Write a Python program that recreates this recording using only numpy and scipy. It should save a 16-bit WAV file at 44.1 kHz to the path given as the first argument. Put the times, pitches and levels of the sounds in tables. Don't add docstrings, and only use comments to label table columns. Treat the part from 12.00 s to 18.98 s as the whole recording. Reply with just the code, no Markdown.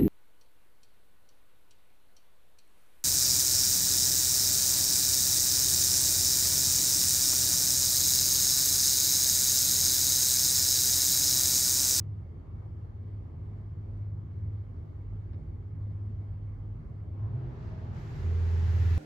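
import sys
import numpy as np
from scipy import signal
from scipy.fft import rfft, irfft, next_fast_len
from scipy.io import wavfile
from scipy.ndimage import uniform_filter1d, map_coordinates

SR = 44100
rng = np.random.default_rng(int(sys.argv[2]) if len(sys.argv) > 2 else 0)


def master_out(mix):
    frames = np.transpose(np.atleast_2d(mix))
    ceiling = np.clip(frames, -1, 1)
    pcm = np.round(ceiling * 32767).astype(np.int16)
    wavfile.write(sys.argv[1], SR, pcm)


def ratio(d):
    e = np.asarray(d, float) / 20
    return 10 ** e


N = 307811

# start_s, crank_hz
CRANK = [
    (4.9, 42.4),
    (5.5, 42.1),
    (6.3, 42.15),
    (6.5, 42),
    (6.98, 41.85),
]
LOAD_ON_S = (6.1, 6.27)
# filling_db, loaded_db
CRANK_ORDERS_DB = [(-56, -51), (-54, -27.5), (-52, -52)]
KNOCK_ORDERS = [4, 5, 6, 8, 9, 10, 11, 12, 15, 16, 18, 19, 20, 21, 22, 23]
# filling_db, loaded_db
KNOCK_LEVELS = [(-54, -56), (-63.5, -58.5), (-66, -60), (-63.5, -68.5), (-64.5, -60), (-73.5, -63),
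                (-80, -64), (-70.5, -68.5), (-75, -79.5), (-71.5, -85), (-80, -75), (-76, -78.5),
                (-72, -71), (-73.5, -74), (-71.5, -84), (-82, -81)]
# pitch_hz, level_db
GEAR_WHINES = [(404.9, -56.5), (1723, -74.5), (1906, -76), (2776, -80.5)]
# centre_s, pitch_hz, level_db,
# half_length_s
PIPE_SONGS = [
    (5.048, 723, -71.5, 0.046),
    (5.22, 1070, -67.5, 0.084),
    (5.241, 1000, -73, .05),
    (5.33, 113.2, -42, 0.12),
    (6.45, 465.4, -61, 0.16),
    (5.38, 675, -62.5, 0.024),
    (5.46, 337, -56, .08),
    (5.785, 633, -62.5, 0.13),
    (6.194, 139.4, -40.5, 0.069),
    (6.85, 503.4, -61, .15),
]
# start_s, level_db (under full)
PRESSURE = [
    (4.9, -44),
    (5.02, -38.5),
    (5.2, -23.5),
    (5.55, -15.5),
    (5.63, -13.5),
    (5.925, -14.5),
    (5.96, -9),
    (6.4, -5.5),
    (6.98, 1),
]
PIPES_FULL_DB = -20
# pitch_hz, slope (dB per dB of pressure), knee_db (pressure
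# that sets it going), extra_slope (dB per dB below the knee)
SPRAY_GROWTH = [(820, 0.12, -19, .7), (1240, 0.5, -20.5, .45), (1900, 0.9, -20, 0.4),
                (3600, 1.03, -16.5, .05), (6700, 0.95, -10.5, 1.2), (11000, 1.1, -10.5, 1.2),
                (14800, 1.5, -9.5, 4)]
# pitch_hz, level_db (per Hz)
SPRAY_SPECTRUM = [(70, -27.5), (115, -4.5), (185, -21.5), (300, -27.5), (410, -28.5), (590, -33.5),
                  (850, -33.5), (1080, -34.5), (1900, -33), (3400, -41.5), (7000, -48.5), (8300, -58),
                  (14000, -53.5), (15800, -61)]

MOTOR_HZ = 16.99
SIXTH_DB, FIFTH_DB = -41, -46.5
WEAK_ORDERS = [4, 9, 10]
WEAK_ORDERS_DB = [-64, -61, -65]
# centre_s, change_db, half_length_s
LOAD_SHIFTS = [(.08, 2.5, 0.17), (.36, -18, .13), (.62, -0.5, 0.11), (1.33, -14, .07), (1.5, 4.5, 0.13),
               (2.22, 3.5, .15), (2.78, -14, .13), (3.44, -9, 0.047), (4.15, 3, 0.29), (4.55, -6.5, 0.045),
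               (4.68, 1.5, 0.069), (4.84, -23.5, 0.057), (5.24, 6, 0.08), (5.55, -16.5, 0.094),
               (5.97, -7.5, .06), (6.33, -5.5, 0.096), (6.82, 5.5, 0.19)]
# pitch_hz, level_db
BAY_WHINES = [(336, -69), (838.6, -83), (1087, -88), (1996, -95), (2188, -96), (4594, -110), (11898, -113),
              (12102, -113)]

# start_s, peak_db
DRIPS = [
    (3.3318, -53),
    (4.1788, -67),
]

THROB_HZ, THROB_DB = 44.6, -53
# centre_s, rise_db
JOLTS = [(0.041, -9), (.45, 6), (1.25, 4.5), (1.54, 4.5), (1.9, 6.5), (3.15, 7), (3.47, 4.5), (4.25, 10),
         (4.75, 9), (5.6, 9), (6.25, 11.5), (6.72, 5)]
JOLT_S = 0.19
# pitch_hz, level_db (per Hz)
CABIN_MODE = [(18, -27.5), (30, -11.5), (37, -8), (45, 11.5), (57, 1), (70, -21.5), (110, -120)]
# pitch_hz, level_db (per Hz)
RUMBLE_SPECTRUM = [(18, -29.5), (32, -16), (55, -6.5), (75, -1), (100, -1), (125, -7), (150, -6),
                   (185, -18), (230, -18), (300, -29), (390, -50.5), (660, -120)]
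# pitch_hz, level_db (per Hz)
BAY_SPECTRUM = [(120, -28.5), (220, -3.5), (335, -7.5), (425, -9), (465, -14), (790, -21.5), (1400, -31),
                (2250, -35), (2380, -40.5), (7500, -55.5), (9500, -57.5), (12000, -53), (13050, -54.5),
                (13200, -110)]
RUMBLE_DB, BAY_DB = -44.5, -58
# pitch_hz, width_hz, gain_db
PANELS = [(1163, 190, 4), (1680, 41, 1.5), (2186, 60, 5.5), (2730, 70, 4), (3120, 90, 5.5),
          (4000, 170, -1.5), (4500, 350, 2)]

# pitch_hz, side_over_mid_db
PORT_WIDTH = [(40, -19.5), (92, -17), (140, -12.5), (210, -7), (330, -8.5), (500, -0.5), (800, 0),
              (1170, 1), (1790, 2), (2500, -3.5), (4200, -2), (6900, -1.5), (8500, 1), (15000, 2)]
# pitch_hz, left_over_right_db
PORT_LEAN = [(60, -2), (110, 0), (200, -1.5), (380, 0.5), (700, -1.5), (1290, 1), (2380, 1), (4400, -6.5),
             (8120, 2), (15000, -0.5)]
# pitch_hz, gain_db
SUM_GAPS = [(8250, 0), (8450, -45.5), (9600, -45), (9750, -6.5), (10150, -7), (10300, -4), (14400, -3),
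            (14500, -59)]
# pitch_hz, gain_db
DIFFERENCE_GAPS = [(10800, 0), (11000, -10), (11500, -8.5), (11650, -48), (13000, -53.5), (13150, -5)]


def unit(x):
    return x / np.sqrt(np.mean(x ** 2) + 1e-20)


def along(points, hz):
    f, v = np.transpose(points)
    return np.interp(np.log(hz + 1), np.log(f + 1), v)


def wobble(rate):
    return map_coordinates(rng.standard_normal(N // 500), [np.arange(N) * rate / SR])


def bumps(rows):
    t = np.arange(N) / SR
    return sum(db * np.exp(-((t - s) / half) ** 2) for s, db, half in rows)


def filtered(x, response):
    m = next_fast_len(N + SR // 2)
    return irfft(rfft(x, m) * response(np.fft.rfftfreq(m, 1 / SR)), m)[..., :N]


def tone(turns, db, lean_db=0, lead=0):
    half = np.array([[.5], [-.5]])
    phase = 2 * np.pi * (turns + rng.random()) + lead * half
    return np.sqrt(2) * ratio(db + lean_db * half) * np.sin(phase)


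def rush(spectrum, patchy_db, shape_db=lambda hz, s: 0):
    def colour(f):
        return ratio(along(spectrum, f) + [0 * f, along(PORT_WIDTH, f)])

    hz, s, z = signal.stft(rng.standard_normal((2, N)), SR, nperseg=512)
    patches = uniform_filter1d(rng.standard_normal(z.shape[1:]), size=6, axis=0)
    patches = uniform_filter1d(patches, size=14, axis=1)
    scale = np.std(filtered(rng.standard_normal(N), lambda f: colour(f)[0]))
    level_db = patchy_db * unit(patches) + shape_db(hz[:, None], s)
    pair = signal.istft(z * ratio(level_db), SR, nperseg=512)[1][:, :N]
    mid, side = filtered(pair, colour) / scale
    ports = np.array([mid + side, mid - side])
    return filtered(ports, lambda f: ratio(along(PORT_LEAN, f) * [[.5], [-.5]]))


def pressure(t):
    s, db = np.transpose(PRESSURE)
    return np.interp(t, s, db, left=-90)


def pump():
    def spot():
        return dict(lean_db=rng.normal(0, 0.77), lead=rng.normal(0, 0.22))

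    t = np.arange(N) / SR
    turns = np.cumsum(np.interp(t, *np.transpose(CRANK))) / SR
    load = np.interp(t, LOAD_ON_S, [0, 1])
    fill_db = np.minimum(pressure(t) - PIPES_FULL_DB, 0)

    first_db, second_db, third_db = (fill_db + a + (b - a) * load for a, b in CRANK_ORDERS_DB)
    first_db = first_db + 4 * wobble(6.6)
    second_db = second_db + 4 * np.maximum(t - LOAD_ON_S[1], 0)
    third_db = third_db + bumps([(5.36, 12, .16)]) + 2 * wobble(3.8)
    boom = tone(turns, first_db)
    boom = boom + tone(2 * turns, second_db, lean_db=-1.7, lead=0.23)
    boom = boom + tone(3 * turns, third_db, lean_db=-1.4)

    knock_db = .8 * fill_db + np.interp(load, [0, 1], [-4.5, -1])
    knock = 0
    for order, (filling_db, loaded_db) in zip(KNOCK_ORDERS, KNOCK_LEVELS):
        db = knock_db + filling_db + (loaded_db - filling_db) * load + 3 * wobble(8)
        knock = knock + tone(order * turns, db, **spot())

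    gears = 0
    for hz, db in GEAR_WHINES:
        db = db + knock_db - 3 * (1 - load) + 2.5 * wobble(7)
        db = db + .5 * pressure(t) * (hz > 1000)
        gears = gears + tone(hz * t, db, **spot())

    air = 0
    for s, hz, db, half in PIPE_SONGS:
        db = db + 2.5 * wobble(25) * (hz > 300) - 6 * ((t - s) / half) ** 2
        air = air + tone(hz * t + .1 * wobble(30), db, lead=0.49)
    return boom + knock + gears + air


def spray():
    def shape_db(hz, t):
        slope, knee_db, extra = (along([(row[0], row[k]) for row in SPRAY_GROWTH], hz) for k in (1, 2, 3))
        return slope * pressure(t) + extra * np.minimum(pressure(t) - knee_db, 0)

    return ratio(-43.5 + .4 * wobble(10)) * rush(SPRAY_SPECTRUM, 0.57, shape_db)


def motor():
    t = np.arange(N) / SR
    turns = np.cumsum(MOTOR_HZ + .01 * wobble(3)) / SR
    sixth_db = SIXTH_DB + bumps(LOAD_SHIFTS) + 2.3 * wobble(7.8)
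    fade_db = np.interp(t, [6.08, 6.2], [0, -25])
    fifth_db = FIFTH_DB + 1.4 * wobble(8) + fade_db
    strong = tone(6 * turns, sixth_db) + tone(5 * turns, fifth_db, lean_db=0.8)
    weak = sum(tone(order * turns, db + 2 * wobble(4), lean_db=-4)
               for order, db in zip(WEAK_ORDERS, WEAK_ORDERS_DB))
    whines = sum(tone(hz * t, db + 2 * wobble(3.3), lead=rng.normal(0, .7)) for hz, db in BAY_WHINES)
    return strong + weak + whines


def drips():
    out, t = np.zeros((2, N)), np.arange(SR // 20) / SR
    strike = ratio(-60 * t / .03) * (1 - np.exp(-t / .0007))
    rebound = .4 * ratio(-60 * np.abs(t - .011) / .06) * (t > .011)
    for s, db in DRIPS:
        tick = (strike + rebound) * rng.standard_normal((2, len(t)))
        out[:, round(s * SR):][:, :len(t)] += ratio(db + 4) * tick
    glass = [(600, -30), (1200, 2), (3000, -6), (5300, -12), (6500, -40)]  # (Hz, dB)
    return filtered(out, lambda f: ratio(along(glass, f)))


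def bay():
    def tint_db(hz, s):
        return sum(db * np.exp(-((hz - centre) / width) ** 2) for centre, width, db in PANELS)

    throb_db = THROB_DB + bumps([(s, db, JOLT_S) for s, db in JOLTS])
    throb_turns = np.cumsum(THROB_HZ + 1.9 * wobble(3.3)) / SR
    throb = tone(throb_turns, throb_db - 4) + ratio(throb_db - 5) * rush(CABIN_MODE, patchy_db=3.5)
    rumble = ratio(RUMBLE_DB + .4 * wobble(2.5)) * rush(RUMBLE_SPECTRUM, patchy_db=1.4)
    return throb + rumble + ratio(BAY_DB + .5 * wobble(11)) * rush(BAY_SPECTRUM, 1.3, tint_db)


def scene():
    return pump() + spray() + motor() + drips() + bay()


def roll_off(x):
    return signal.sosfilt(signal.butter(12, 15740, fs=SR, output="sos"), x)


def record(dry):
    mid_side = np.array([dry[0] + dry[1], dry[0] - dry[1]]) / 2
    mid, side = filtered(mid_side, lambda f: ratio([along(SUM_GAPS, f), along(DIFFERENCE_GAPS, f)]))
    return roll_off(np.array([mid + side, mid - side]))


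dry = scene()
out = record(dry)
master_out(out)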